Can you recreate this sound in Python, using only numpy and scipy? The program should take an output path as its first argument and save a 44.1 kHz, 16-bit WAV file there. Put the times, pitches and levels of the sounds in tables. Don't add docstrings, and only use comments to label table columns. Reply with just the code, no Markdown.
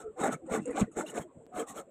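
import sys
import numpy as np
from scipy import signal
from scipy.io import wavfile
from scipy.ndimage import uniform_filter1d

SR = 44100
rng = np.random.default_rng(int(sys.argv[2]) if len(sys.argv) > 2 else 0)


def store_pcm(level_fs):
    pcm = np.round(np.clip(level_fs, -1, 1) * 32767).astype(np.int16)
    wavfile.write(sys.argv[1], SR, np.atleast_2d(pcm).T)


def level_to_linear(level):
    exponent = np.asarray(level, float) / 20
    return 10 ** exponent


N = 83790
T = np.arange(N) / SR

# (peak [s], rise [s], fall [s], grit level [dB], bench level [dB])
STROKES = [(0.0, .03, 0.058, -55.5, -48.5), (0.217, 0.049, 0.022, -47.5, -37),
           (0.257, 0.065, 0.074, -43, -29), (0.33, 0.024, 0.032, -44, -36), (.47, 0.023, 0.013, -78, -57),
           (0.541, 0.052, 0.072, -42.5, -29.5), (.62, 0.011, 0.082, -63, -62),
           (0.693, 0.046, 0.1, -65, -45), (.8, 0.061, 0.047, -42, -30.5), (0.932, 0.014, 0.094, -73, -75),
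           (0.988, 0.034, 0.061, -45, -34), (1.097, 0.062, 0.054, -51, -45.5),
           (1.177, 0.061, 0.039, -48, -33.5), (1.215, 0.085, 0.036, -54.5, -46),
           (1.593, 0.061, 0.059, -46.5, -36.5), (1.695, 0.034, 0.058, -48.5, -52),
           (1.783, 0.05, 0.045, -48, -41)]


def evened(x):
    return x / np.sqrt(np.mean(x ** 2) + 1e-20)


def add(mix, start_s, sound):
    part = mix[round(start_s * SR):][:len(sound)]
    part += sound[:len(part)]


def drift(size):
    once = uniform_filter1d(rng.standard_normal(N), size)
    return evened(uniform_filter1d(once, size))


def clicks(per_s, spread_db):
    when, sign, strength = rng.random((3, N))
    excess = np.minimum(-np.log(strength + 1e-9), 5)
    return (when < per_s / SR) * np.sign(sign - 0.5) * level_to_linear(spread_db * excess)


def resonate(x, hz, width_hz):
    radius = np.exp(-np.pi * width_hz / SR)
    pole = radius * np.exp(2j * np.pi * hz / SR)
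    return 2 * signal.lfilter([1 - radius], [1, -pole], x).real


def body(x, modes, grip_db, count):
    out = 0
    for k, (hz, width_hz, db) in enumerate(modes):
        ring = x
        for _ in range(count):
            ring = resonate(ring, hz, width_hz)
        gain = level_to_linear(db + grip_db * drift(size=700))
        out = out + (-1) ** k * gain * ring
    return out


def pressure(column, spread):
    edge_db, roundness = -29, 2.01
    power = np.zeros(N)
    for row in STROKES:
        peak_s, rise_s, fall_s = row[:3]
        u = np.where(T < peak_s, (peak_s - T) / rise_s, (T - peak_s) / fall_s) / spread
        power += level_to_linear(row[column] + edge_db * u ** roundness) ** 2
    return np.sqrt(power)


def bumps(rows):
    return level_to_linear(sum(db * np.exp(-((T - s) / half_s) ** 2) for s, half_s, db in rows))


def thinned(x):
    low_hz, top_hz = 125, 4200
    return signal.lfilter(*signal.butter(2, [low_hz, top_hz], "band", fs=SR), x)


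def file_grit():
    # (pitch [Hz], width [Hz], level [dB])
    file_modes = [(2670, 1600, -10.5), (3560, 170, -3), (3680, 860, -10.5), (5503, 400, -9),
                  (6500, 950, -3.5), (7340, 740, 1), (7996, 505, 4), (8610, 590, -1.5), (10300, 1270, -9.5),
                  (12570, 1300, -15), (13600, 600, -35), (15100, 1100, -18)]
    sheen_db = [0, -3, 0, 1, -5, 0, -6, -6, -2, -4, -1, 0, 1, 5, 3, 3, 3]
    # (time [s], half length [s], grit gain [dB])
    lifts = [(0.298, .009, -9), (0.601, .012, -6), (.645, .012, -4), (0.737, .014, -2), (1.058, 0.0068, -1),
             (1.134, .011, -5), (1.656, 0.013, -9), (1.73, .012, -1)]
    # (time [s], half length [s], grit gain [dB])
    bites = [(0.211, .006, 3.5), (0.24, 0.0087, 2), (0.329, 0.0067, 2.5), (0.761, 0.0073, 3.5),
             (0.806, 0.0072, 3), (0.965, 0.0091, 5.5), (1.016, 0.0089, 2.5), (1.07, .008, 2),
             (1.146, .008, 3.5), (1.187, 0.0055, 2.5), (1.6, 0.0069, 2.5), (1.672, 0.0074, 6.5),
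             (1.705, 0.007, 2), (1.811, 0.0073, 1)]
    top_hz, top_growth, full_db = 9500, 0.11, -31
    grip_db, flutter_db = 1.8, 1.1

    teeth = clicks(per_s=12000, spread_db=2.5)
    press = pressure(column=3, spread=1)
    main = body(teeth, [m for m in file_modes if m[0] < top_hz], grip_db, count=2)
    top = body(teeth, [m for m in file_modes if m[0] > top_hz], grip_db, count=2)
    top *= level_to_linear(np.interp(T, [row[0] for row in STROKES], sheen_db))
    top *= (press / level_to_linear(full_db)) ** top_growth
    grit = evened(main + top) * level_to_linear(flutter_db * drift(size=120))
    return grit * press * bumps(lifts + bites)


def bench_shake():
    # (pitch [Hz], width [Hz], level [dB])
    bench_modes = [(206.5, 70, 0.5), (317.4, 47.4, 3), (435.5, 56.6, 3), (613, 119.5, 1), (780, 107, -1.5),
                   (1123, 206, -7), (1310, 77, -5.5), (1450, 72, -6.5), (1730, 150, -12.5),
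                   (2123, 295, -15.5)]
    # (time [s], half length [s], bench gain [dB])
    grips = [(.13, .02, -5), (.2, .02, 2.5), (.241, .005, 4), (.38, .02, -6), (.62, .012, -5),
             (.972, .006, 5), (1.115, .015, -1.5), (1.155, .012, -4), (1.695, .02, -5)]
    catches = clicks(per_s=3000, spread_db=2.5)
    shake = evened(body(catches, bench_modes, grip_db=2.5, count=1))
    return thinned(shake) * bumps(grips) * pressure(column=4, spread=1.15)


def judders():
    # (start [s], length [s], pitch [Hz], level [dB])
    drones = [(0.038, 0.078, 432.6, -40.5), (0.026, 0.049, 692, -55), (0.166, 0.086, 483.5, -42.5),
              (.225, 0.044, 790.8, -32), (0.27, 0.047, 253.5, -35.5), (.32, 0.046, 168, -36.5),
              (0.315, 0.039, 1310, -40), (0.422, 0.062, 323, -45.5), (.475, 0.047, 526, -41),
              (0.575, .03, 236, -35.5), (0.601, 0.051, 329, -45), (.6, .025, 225, -41.5),
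              (.655, 0.035, 505, -37), (.685, .04, 480, -36), (0.665, 0.062, 275, -41.5),
              (.73, .04, 310, -39.5), (0.775, 0.016, 792, -31.5), (0.864, 0.033, 459, -50.5),
              (1.01, 0.058, 318.6, -41.5), (1.033, 0.023, 623, -38.5), (1.192, 0.032, 140.6, -40.5),
              (1.234, 0.042, 355, -50.5), (1.4, 0.095, 449, -58.5), (1.25, 0.024, 630, -55),
              (1.285, .02, 280, -59), (1.34, 0.05, 546, -61), (1.355, 0.031, 313, -59),
              (1.399, 0.028, 698, -65), (.4, 0.059, 519, -56), (0.416, .035, 741, -59.5),
              (.16, 0.05, 758, -50), (0.873, 0.049, 334, -53.5), (0.962, 0.042, 350, -38),
              (0.516, 0.075, 438.8, -36), (1.516, 0.12, 725, -44.5), (1.601, 0.035, 461, -34.5),
              (1.702, 0.039, 226.6, -48), (1.763, 0.011, 598, -42.5), (1.79, 0.047, 543, -51)]
    wobble_share, sag_share, waver_db = 0.045, 0.045, 2.6
    out, wobble, waver = np.zeros(N), drift(size=150), drift(size=250)
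    for start_s, length_s, hz, db in drones:
        u = np.arange(0, length_s, 1 / SR) / length_s
        i = np.minimum(round(start_s * SR) + np.arange(len(u)), N - 1)
        bend = (400 / hz) ** 2 * (wobble_share * wobble[i] + sag_share * (0.5 - u))
        turns = np.cumsum(hz * (1 + bend)) / SR
        level = level_to_linear(db + waver_db * 400 / hz * waver[i])
        swell = np.sqrt(2 * np.sin(np.pi * u))
        add(out, start_s, level * swell * np.sin(2 * np.pi * turns))
    return out


def squeals():
    # (start [s], length [s], pitch [Hz], level [dB])
    whistles = [(0.014, 0.11, 1314, -58), (0.203, 0.073, 3735, -50.5), (.225, 0.148, 1450, -47),
                (0.239, 0.048, 2140, -54), (0.226, .03, 790, -38), (0.338, 0.03, 2225, -52),
                (0.585, 0.024, 1950, -55), (0.607, 0.15, 2700, -67.5), (0.83, 0.026, 1930, -56),
                (0.69, 0.047, 1970, -54.5), (0.709, 0.13, 2400, -61), (0.914, 0.057, 1284, -65.5),
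                (1.007, 0.011, 1334, -36), (1.061, 0.019, 2790, -51), (1.081, 0.031, 2940, -51),
                (1.067, 0.042, 3630, -63), (1.202, .045, 1850, -80), (1.207, 0.043, 3230, -64),
                (1.277, 0.068, 1040, -65.5), (1.525, 0.17, 1250, -50), (1.59, 0.033, 3220, -52),
                (1.662, 0.11, 1110, -52), (1.64, 0.16, 754, -53), (1.771, 0.039, 3270, -58),
                (1.757, 0.074, 1286, -48.5), (0.236, 0.014, 8020, -38), (.79, .022, 8100, -43),
                (1.062, .016, 12200, -66), (1.095, .018, 12500, -64), (1.062, 0.037, 3900, -61.5),
                (1.08, .025, 4800, -64), (.91, 0.037, 10400, -75), (.86, 0.034, 1900, -65.5),
                (1.67, 0.07, 1900, -60)]
    out = np.zeros(N)
    rub = np.tile(clicks(per_s=2500, spread_db=2.2), 2)
    for start_s, length_s, hz, db in whistles:
        u = np.arange(0, length_s, 1 / SR) / length_s
        width_hz = 79 + 0.037 * hz
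        ring = rub[round(start_s * SR):][:SR // 5]
        for _ in range(2):
            ring = resonate(ring, hz, width_hz)
        ring = ring[::-1][:len(u)]
        swell = np.sin(np.pi * u ** 0.58) ** 1.22
        add(out, start_s, level_to_linear(db) * swell * evened(ring))
    return out


def thumps():
    # (time [s], pitch [Hz], level [dB], hold [s], t60 [s])
    thuds = [
        (.8146, 215, -18.5, .0135, .006),
        (.8291, 160, -18.5, .002, .018),
        (.8348, 228, -34, .011, .03),
        (1.4553, 270, -49, .012, .03),
    ]
    # (time [s], pitch [Hz], level [dB], hold [s], t60 [s])
    shoves = [(.205, 70.6, -51, 0.0062, 0.04), (0.514, 62, -45.5, 0.015, 0.038),
              (1.193, 93, -44, 0.0093, 0.044), (.04, 60, -60, .015, .05), (.085, 75, -56, .01, .04),
              (.325, 70, -61, 0.011, 0.034), (.695, 60, -54, 0.013, .04), (.75, 55, -59, .012, .04),
              (.965, 55, -52, 0.019, .05), (1.56, 55.3, -57, .015, .05), (1.78, 60, -62, .012, .04)]
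    out, t = np.zeros(N), T[:6000]
    for start_s, hz, db, hold_s, t60_s in thuds + shoves:
        decay_db = -60 * np.maximum(t - hold_s, 0) / t60_s
        add(out, start_s, level_to_linear(db + decay_db) * np.sin(2 * np.pi * hz * t))
    return out


def touch_ticks():
    # (time [s], level [dB], t60 [s], top-mode gain [dB])
    touches = [
        (0.462, -66, 0.13, -5),
        (0.606, -67, .08, -1),
        (0.6556, -43.5, 0.036, -6),
        (.677, -50.5, 0.032, 6),
        (.704, -56.5, 0.12, 7),
        (0.915, -69, 0.34, -2),
        (1.099, -51.5, 0.045, 4),
        (1.67, -66.5, 0.066, 1),
        (1.77, -67, 0.034, -6),
    ]
    # (pitch [Hz], level [dB])
    tick_modes = [(2700, -7), (4450, -23), (7000, 2.5), (7700, 0), (8400, 2.5), (10500, -10.5),
                  (12500, -27)]
    rise_s, width_hz = 0.0012, 560
    out, t = np.zeros(N), T[:6000]
    for start_s, db, t60_s, top_db in touches:
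        for hz, mode_db in tick_modes:
            detune, loss = rng.random(2)
            hz = hz * (0.967 + 0.064 * detune)
            ring = body(rng.standard_normal(N), [(hz, width_hz, 0)], 0, count=3)[-len(t):]
            level_db = db + mode_db - 4 * loss + top_db * (hz > 9000) - 60 * t / t60_s
            add(out, start_s, level_to_linear(level_db) * np.minimum(t / rise_s, 1) * evened(ring))
    return out


def room_murmur():
    # (pitch [Hz], level [dB per Hz])
    spectrum = [(30, -34), (150, 2), (300, -2.5), (520, 0.5), (750, -10), (1300, -20), (3000, -30),
                (5500, -46)]
    murmur_db, patchy_db = -59.5, 5.5
    frames, hz = N // 128 + 6, np.fft.rfftfreq(512, 1 / SR)
    real, imag, patches = rng.standard_normal((frames, 257, 3)).T
    patches = uniform_filter1d(patches, size=2, axis=0)
    patches = evened(uniform_filter1d(patches, size=14, axis=1))
    f, db = np.transpose(spectrum)
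    shape_db = np.interp(np.log(hz + 1), np.log(f + 1), db, right=-90)[:, None]
    depth = np.clip(700 / (hz[:, None] + 1), 0.3, 1)
    bins = (real + 1j * imag) * level_to_linear(shape_db + patchy_db * patches * depth)
    low = signal.istft(bins, nperseg=512, noverlap=384)[1][:N]
    return level_to_linear(murmur_db) * evened(low)


def mic_hiss():
    hiss = body(rng.standard_normal(N), [(7760, 1400, 2), (10700, 2900, -28)], 0, count=3)
    return level_to_linear(-79 + 2.6 * drift(size=1500)) * evened(hiss)


def room_tail(near):
    level_db, t60_s, t = -19, 0.14, T[:8000]
    tail = rng.standard_normal(8000) * level_to_linear(-60 * t / t60_s) * (t > 0.004)
    return level_to_linear(level_db) * signal.oaconvolve(near, tail / np.linalg.norm(tail))[:N]


def scene():
    near = file_grit() + bench_shake() + thinned(judders()) + squeals() + thumps() + touch_ticks()
    return (near + room_tail(near) + room_murmur() + mic_hiss())[None]


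def band_limit(x):
    return signal.sosfilt(signal.butter(12, 15670, fs=SR, output="sos"), x)


def record(dry):
    notch_hz, notch_width_hz, edge_hz = 4845, 700, 15640
    x = signal.lfilter(*signal.iirnotch(notch_hz, notch_hz / notch_width_hz, SR), dry)
    lowpass = signal.firwin(511, edge_hz, window=("kaiser", 9), fs=SR)
    x = signal.oaconvolve(x, lowpass[None], "same")
    x = x * (1 - 0.96 * ((T > 1.458) & (T < 1.4657)))
    return band_limit(x)


dry = scene()
out = record(dry)
store_pcm(out)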